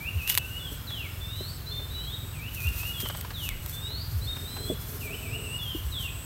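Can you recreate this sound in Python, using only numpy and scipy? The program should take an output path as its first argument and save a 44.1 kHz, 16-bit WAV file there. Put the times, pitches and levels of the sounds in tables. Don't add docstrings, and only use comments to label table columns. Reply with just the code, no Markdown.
import sys
import numpy as np
from scipy import signal
from scipy.fft import rfft, irfft
from scipy.io import wavfile
from scipy.ndimage import uniform_filter1d

SR = 44100
rng = np.random.default_rng(int(sys.argv[2]) if len(sys.argv) > 2 else 0)


def int16_out(signal):
    q = np.round(np.clip(np.atleast_2d(signal).T, -1, 1) * 32767)
    wavfile.write(sys.argv[1], SR, q.astype(np.int16))


N = 275625
TIME = np.arange(N) / SR

# freq_hz, gain_db
FIBRE_SPECTRUM = [(240, -49), (400, -20), (588, -24.5), (1090, -10.5), (1180, -17), (1870, -8.5),
                  (2880, -10), (3420, -4.5), (4650, -9), (7870, -11.5), (12300, -6), (14100, 2),
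                  (16000, -22)]


def bird(flutter_db=2, overtone_db=-36, gain_db=-3.0, attack_s=.014, release_s=.0096):
    out = np.zeros(N)
    waver = walk(260) + .8 * walk(55)
    flutter = undb(flutter_db * walk(60))
    for span, hz, db in [*scoops(), *falls(), *rises(), *holds()]:
        t = TIME[span]
        envelope = np.minimum((t - t[0]) / attack_s, 1) * np.minimum((t[-1] - t) / release_s, 1)
        glide_per_s = np.abs(np.gradient(np.log(hz))) * SR
        pitch_hz = hz * (1 + (.004 + .0035 * np.minimum(glide_per_s, 4)) * waver[span])
        whistle = tone(pitch_hz) + undb(overtone_db) * tone(2 * pitch_hz)
        out[span] += np.sqrt(2) * undb(db + gain_db) * envelope * whistle
    return foliage(out * flutter, t60_s=.68, wet_db=-4.5, near_db=-5.5, near_t60_s=.15)


def scoops(top_hz=3017, ref_depth_hz=600, down_s=.072, up_s=.088, entry_db=3.5, swell_db=8):
    # trough_s, end_s, low_hz, last_hz, relative_db
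    notes = [(0.011, 0.104, 2293, 2848, -39), (0.229, 0.317, 2532, 2908, -40),
             (0.421, 0.466, 2643, 2800, -41), (2.402, 2.5, 2315, 2995, -44),
             (2.617, 2.693, 2450, 2883, -38.5), (2.802, 2.934, 2540, 2875, -42),
             (5.079, 5.161, 2315, 3100, -40), (5.288, 5.371, 2327, 2964, -40.5),
             (5.486, 5.572, 2648, 2880, -40)]
    for trough_s, end_s, low_hz, last_hz, db in notes:
        depth_hz = max(top_hz - low_hz, 1)
        stretch = np.sqrt(depth_hz / ref_depth_hz)
        span, _ = note_span(trough_s - stretch * down_s, end_s)
        t = (TIME[span] - trough_s) / stretch
        down = np.minimum(t / down_s, 0) ** 2
        up = np.sin(np.pi / 2 * np.clip(t / up_s, 0, 1)) ** 2
        pitch_hz = low_hz + depth_hz * down + (last_hz - low_hz) * up
        yield span, pitch_hz, db - entry_db * down + swell_db * up


def falls(ease=.0422, entry_db=4.5, entry_s=.017, fade_db=6):
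    # start_s, end_s, first_hz, last_hz, relative_db
    notes = [(.588, .72, 3660, 3080, -39), (.865, 1.08, 4380, 2080, -37.5), (2.93, 3.11, 3560, 2860, -38),
             (3.332, 3.53, 4300, 2000, -37), (5.58, 5.79, 3680, 2800, -37),
             (5.912, 6.095, 4150, 2420, -33.5)]
    for start_s, end_s, first_hz, last_hz, db in notes:
        span, progress = note_span(start_s, end_s)
        cut_db = entry_db * np.exp(-(TIME[span] - start_s) / entry_s) + fade_db * progress ** 4
        travel = progress + ease * np.sin(2 * np.pi * progress)
        yield span, first_hz * (last_hz / first_hz) ** travel, db - cut_db


def rises():
    # start_s, end_s, first_hz, last_hz, bend (1 = straight), relative_db
    notes = [(.495, 0.592, 2740, 2960, 0.91, -38), (1.202, 1.514, 3525, 4670, 1.92, -41),
             (1.253, 1.43, 2650, 3260, 1.4, -52.5), (1.656, 1.736, 3850, 4320, 0.84, -41),
             (1.95, 2.09, 2900, 3310, 1.08, -49), (2.016, 2.076, 3950, 4310, 1.04, -45.5),
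             (2.069, 2.162, 3140, 3937, 0.91, -38), (3.718, 4.035, 3486, 4835, 1.85, -40),
             (3.787, 3.947, 2810, 2980, 1.2, -55), (4.207, 4.266, 3880, 4430, 1.35, -40.5),
             (4.496, 4.67, 3170, 3450, 2.8, -52.5), (4.648, 4.72, 3266, 3438, 0.85, -37)]
    for start_s, end_s, first_hz, last_hz, bend, db in notes:
        span, progress = note_span(start_s, end_s)
        yield span, first_hz + (last_hz - first_hz) * progress ** bend, db


def holds(slide_hz=226, slide_s=.01405):
    # start_s, end_s, pitch_hz, drift_hz_per_s, relative_db
    notes = [(1.708, 1.796, 3610, -200, -34.5), (1.899, 2.033, 3910, 50, -40),
             (4.264, 4.375, 3690, 153, -35), (4.467, 4.673, 3990, 745, -42.5)]
    for start_s, end_s, hz, drift_hz_per_s, db in notes:
        span, _ = note_span(start_s, end_s)
        t = TIME[span] - start_s
        yield span, hz + drift_hz_per_s * t - slide_hz * np.exp(-t / slide_s), db


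def cricket(stroke_hz=194, wing_hz=8030, sweep_hz=900, swell_db=11, rasp_hz=130):
    # start_s, end_s, final_db
    bursts = [(.25, 0.778, -52), (1.064, 1.573, -52), (1.825, 2.398, -51.5), (2.636, 3.217, -49.5),
              (3.447, 3.886, -49.5), (4.21, 4.741, -45.5), (5.02, 5.584, -43.5), (5.85, 6.36, -43.5)]
    stroke_phase = np.cumsum(stroke_hz * (1 + .021 * walk(40))) / SR % 1
    pitch_hz = wing_hz + sweep_hz * (.5 - stroke_phase) + rasp_hz * walk(1500) + 40 * walk(3)
    buzz = unit(tone(pitch_hz) * np.sin(np.pi * stroke_phase) ** 2)
    envelope = np.zeros(N)
    for start_s, end_s, db in bursts:
        remaining = np.clip((end_s - TIME) / (end_s - start_s), 0, 1)
        envelope += gate(start_s, end_s, edge_s=.0059) * undb(db - swell_db * remaining ** .81)
    return foliage(buzz * envelope, t60_s=.32, wet_db=-21)


def stalks(rasp=.34):
    # start_s, relative_db, t60_s
    snaps = [(0.2767, -20, .01), (0.296, -19.5, .02), (0.2988, -14.5, 0.023), (.305, -20, 0.013),
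             (0.314, -25, 0.012), (0.319, -26, 0.0089), (0.323, -25, 0.03), (.3438, -21, 0.011),
             (0.3517, -16, 0.0085), (.376, -8, 0.006), (0.3799, -17, 0.005), (0.3818, -15.5, 0.019),
             (2.604, -30, 0.014), (2.671, -28.5, 0.014), (2.689, -27.5, .01), (3.003, -25, 0.056),
             (3.088, -25, .006), (3.1725, -30, 0.0058), (3.211, -26, 0.015), (3.4903, -19, 0.005),
             (3.662, -26, .008)]
    # start_s, end_s, level_db
    crushes = [(0.278, 0.33, -32), (0.333, 0.376, -40.5), (2.723, 2.88, -42.5), (3.003, 3.024, -36)]
    out, t = np.zeros(N), TIME[:SR // 20]
    for start_s, db, t60_s in snaps:
        snap = rasp * rng.standard_normal(len(t)) * fade(t, t60_s)
        snap[0] = 2
        add(out, start_s, 2 * undb(db) * snap)
    pressure = sum(gate(start_s, end_s, edge_s=.024) * undb(db) for start_s, end_s, db in crushes)
    crushing = pressure * unit(crackle(rate_hz=2200, spread_db=0))
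    return colour(out + crushing, FIBRE_SPECTRUM)


def grit(t60_s=.049, rise_s=.004, gain_db=7.0):
    # time_s, relative_db, centre_hz
    ticks = [(0.905, -38.5, 1040), (1.403, -46, 552), (1.796, -43, 580), (2.833, -40.5, 1140),
             (3.057, -33.5, 920), (3.101, -33, 1070), (3.15, -37.5, 1050), (3.19, -44, 940),
             (3.25, -38.5, 1090), (3.307, -36, 1200), (3.661, -44, 1030), (3.904, -44, 915),
             (4.368, -40, 1110), (4.568, -36, 826)]
    out, t = np.zeros(N), TIME[:SR // 10]
    for time_s, db, hz in ticks:
        crumble = rng.standard_normal(len(t)) * fade(t, t60_s) * (1 - np.exp(-t / rise_s))
        spectrum = [(hz / 3, -8), (hz, 0), (hz * 4, -11), (hz * 9, -24)]
        add(out, time_s - rise_s, undb(db + gain_db) * colour(crumble, spectrum))
    return out


def grass(attack_s=.05, settle_s=.035, grain_db=-4, hiss_db=-2.0, calm_db=-46, uneven_db=3.7):
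    # start_s, end_s, relative_db
    brushes = [(0, 0.03, -42), (0.094, .28, -49.5), (0.386, 0.545, -49.5), (0.7, 0.728, -43),
               (1.344, 1.445, -48), (2.5, 2.685, -42), (2.693, 2.848, -45.5), (2.856, 3.03, -41.5),
               (3.053, 3.178, -50), (3.353, 3.476, -43.5), (3.591, 3.735, -42.5), (4.004, 4.71, -52),
               (4.782, 5.09, -45), (5.104, 5.33, -50.5), (5.58, 5.914, -47.5), (5.974, 6.028, -42)]
    # freq_hz, gain_db
    spectrum = [(2650, -39), (4500, -8.5), (4770, -19), (5810, -9), (6740, -12), (10500, -10),
                (14300, -0.5), (15300, -17), (16000, -84)]
    motion = np.zeros(N)
    for start_s, end_s, db in brushes:
        onset = np.clip((TIME - start_s) / attack_s, 0, 1)
        motion += undb(db) * onset * np.exp(-np.maximum(TIME - end_s, 0) / settle_s)
    stirring = np.clip(motion / undb(calm_db) - 1, .2, 1)
    hiss = undb(hiss_db) * unit(colour(rng.standard_normal(N), spectrum))
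    clicks = crackle(rate_hz=450, spread_db=3)
    grains = undb(grain_db) * stirring * unit(colour(clicks, FIBRE_SPECTRUM))
    return motion * undb(uneven_db * walk(45)) * (hiss + grains)


def handling():
    # start_s, relative_db, bright_hz
    knocks = [(0.716, -38, 400), (1.4048, -33.5, 700), (2.2414, -43, 395), (3.0303, -34, 400),
              (4.4324, -42, 350), (4.699, -21.5, 597), (4.7055, -34, 453), (4.716, -28, 550),
              (4.726, -36.5, 450), (5.7484, -30, 280)]
    # centre_s, half_width_s, level_db
    rubs = [(1.84, 0.2, -55), (3.943, 0.07, -51.5), (4.35, 0.3, -58.5), (4.638, 0.09, -45),
            (4.962, 0.071, -49.5), (5.108, 0.063, -46), (5.35, 0.2, -46)]
    out = np.zeros(N)
    for start_s, db, bright_hz in knocks:
        add(out, start_s, np.sqrt(2) * undb(db) * camera_ring(bright_hz))
    sliding = sum(undb(db) * np.exp(-((TIME - centre_s) / half_s) ** 2) for centre_s, half_s, db in rubs)
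    friction = crackle(rate_hz=700, spread_db=.85)
    rub = signal.fftconvolve(friction, camera_ring(bright_hz=520))[:N]
    return out + sliding * unit(rub)


def camera_ring(bright_hz, rise_s=.0033):
    # freq_hz, relative_db, t60_s
    modes = [(210, -65, 0.025), (264, 4, 0.066), (382, 11, 0.043), (538, 10, 0.033), (700, -31, .025)]
    t = TIME[:SR // 8]
    ring = np.zeros(len(t))
    for hz, db, t60_s in modes:
        detune = 1 + .11 * rng.standard_normal()
        gain = undb(db) / (1 + (hz / bright_hz) ** 4)
        ring += gain * np.sin(2 * np.pi * hz * detune * t) * fade(t, t60_s)
    ring *= 1 - np.exp(-t / rise_s)
    return ring / np.abs(ring).max()


def thumps(fall_per_s=11.0):
    # peak_s, level_db, pitch_hz, half_width_s
    bumps = [(0.172, -24.5, 84.2, 0.024), (2.679, -24, 79, 0.031), (3.509, -35.5, 45.2, 0.084),
             (4.171, -24.5, 81.6, 0.035), (4.271, -31, 75.3, 0.037), (5.865, -29, 70.8, 0.029)]
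    out, t = np.zeros(N), TIME[:SR // 4] - .125
    for peak_s, db, hz, half_s in bumps:
        swell = np.sqrt(2) * undb(db) * np.exp(-(t / half_s) ** 2)
        add(out, peak_s + t[0], swell * tone(hz * np.exp(-fall_per_s * t)))
    return out


def far_cricket(pitch_hz=5150, pulse_hz=6.2):
    # start_s, end_s, relative_db
    spells = [(.75, 2.05, -57.5), (3.7, 5.9, -58)]
    envelope = sum(undb(db) * gate(start_s, end_s, edge_s=.5) for start_s, end_s, db in spells)
    pulsing = .5 + .5 * tone(pulse_hz * (1 + .223 * walk(3.2)))
    flutter = undb(2 * walk(14))
    note = tone(pitch_hz + 45 * walk(120))
    return foliage(envelope * pulsing * flutter * note, t60_s=.29, wet_db=-7.5)


def engine(firing_hz=20.83, scatter_db=1.0, throb_db=-40.5, growth_db_per_s=.09):
    # freq_hz, gain_db
    spectrum = [(13, -56), (22, -55), (40, 0), (59, 6), (108, 3), (144, -2.5), (172, -21), (195, -21),
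                (260, -24), (340, -50), (570, -120)]
    cycles = np.cumsum(firing_hz * (1 + .02627 * walk(6))) / SR
    firings = np.diff(np.floor(cycles), prepend=0) * undb(scatter_db * walk(22.31))
    bass = colour(firings - firings.mean(), spectrum)
    throb = unit(foliage(bass, t60_s=.21, wet_db=-3))
    rumble = unit(colour(rng.standard_normal(N), spectrum))
    return undb(throb_db + growth_db_per_s * TIME) * (throb + .8 * rumble)


def air(level_db=-44, swell_db=.5):
    # freq_hz, gain_db
    spectrum = [(88, -28.5), (150, 3), (190, -4.5), (244, -8), (759, -16.5), (1420, -14), (2100, -19),
                (3620, -18), (4860, -23.5), (6640, -24.5), (8900, -23), (10400, -27), (12700, -16),
                (14200, -19), (16000, -20)]
    return unit(colour(rng.standard_normal(N), spectrum)) * undb(level_db + swell_db * walk(2.37))


def far_tones(gain_db=-4):
    # start_s, end_s, pitch_hz, relative_db
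    notes = [(0.348, .72, 1536, -57), (2.58, 3.195, 1400, -57), (3.55, 3.85, 1580, -62),
             (5.46, 5.8, 1022, -57), (5.93, 6.09, 1060, -52)]
    waver = 1 + .012 * walk(7) + .014 * walk(90)
    tones = sum(gate(start_s, end_s, edge_s=.025) * undb(db + gain_db) * tone(hz * waver)
                for start_s, end_s, hz, db in notes)
    return foliage(tones, t60_s=.6, wet_db=5)


def foliage(x, t60_s, wet_db, near_db=-40, near_t60_s=.12):
    t = TIME[:SR]
    scatter = rng.standard_normal((2, SR)) * (1 - np.exp(-t / .029))
    near, far = scatter * [fade(t, near_t60_s), fade(t, t60_s)]
    response = undb(near_db) * near / np.linalg.norm(near) + undb(wet_db) * far / np.linalg.norm(far)
    return x + signal.fftconvolve(x, response)[:N]


def colour(x, points, size=8192, skirt_db_per_oct=24):
    hz, db = np.transpose(points)
    octave = np.log2(np.maximum(np.fft.rfftfreq(size, 1 / SR), 1))
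    outside_oct = np.abs(octave - np.clip(octave, np.log2(hz[0]), np.log2(hz[-1])))
    gain_db = np.interp(octave, np.log2(hz), db) - skirt_db_per_oct * np.minimum(outside_oct, 3)
    cepstrum = irfft(np.log(undb(gain_db)))
    causal = 2 * cepstrum[:size // 2] * (np.arange(size // 2) > 0)
    response = irfft(np.exp(rfft(causal, size)))
    return signal.fftconvolve(x, response / np.linalg.norm(response))[:len(x)]


def crackle(rate_hz, spread_db):
    sizes = undb(spread_db * np.minimum(rng.exponential(size=N), 5))
    return (rng.random(N) < rate_hz / SR) * sizes * rng.choice([-1, 1], N)


def walk(rate_hz):
    hold = int(SR / rate_hz)
    steps = np.repeat(rng.standard_normal(N // hold + 1), hold)
    return 1.3 * uniform_filter1d(uniform_filter1d(steps, hold), hold)[:N]


def note_span(start_s, end_s):
    span = np.arange(*np.searchsorted(TIME, [start_s, end_s]))
    return span, (TIME[span] - start_s) / (end_s - start_s)


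def gate(start_s, end_s, edge_s):
    return np.clip((TIME - start_s) / edge_s + .5, 0, 1) * np.clip((end_s - TIME) / edge_s + .5, 0, 1)


def tone(hz):
    return np.sin(2 * np.pi * np.cumsum(hz) / SR)


def fade(t, t60_s):
    return np.exp(-np.log(1000) * t / t60_s)


def add(out, start_s, x):
    i = int(np.clip(start_s * SR, 0, N - 1))
    out[i:i + len(x)] += x[:N - i]


def undb(db):
    return 10 ** (np.asarray(db) / 20)


def unit(x):
    return x / np.sqrt(np.mean(x ** 2) + 1e-18)


def scene():
    animals = bird() + cricket() + far_cricket()
    ground = stalks() + grit() + grass()
    mono = animals + ground + handling() + thumps() + engine() + air() + far_tones()
    return np.array([mono, mono])


def record(dry):
    cutoff_hz = 15800
    return signal.sosfilt(signal.ellip(10, .2, 70, cutoff_hz, fs=SR, output="sos"), dry)


dry = scene()
out = record(dry)
int16_out(out)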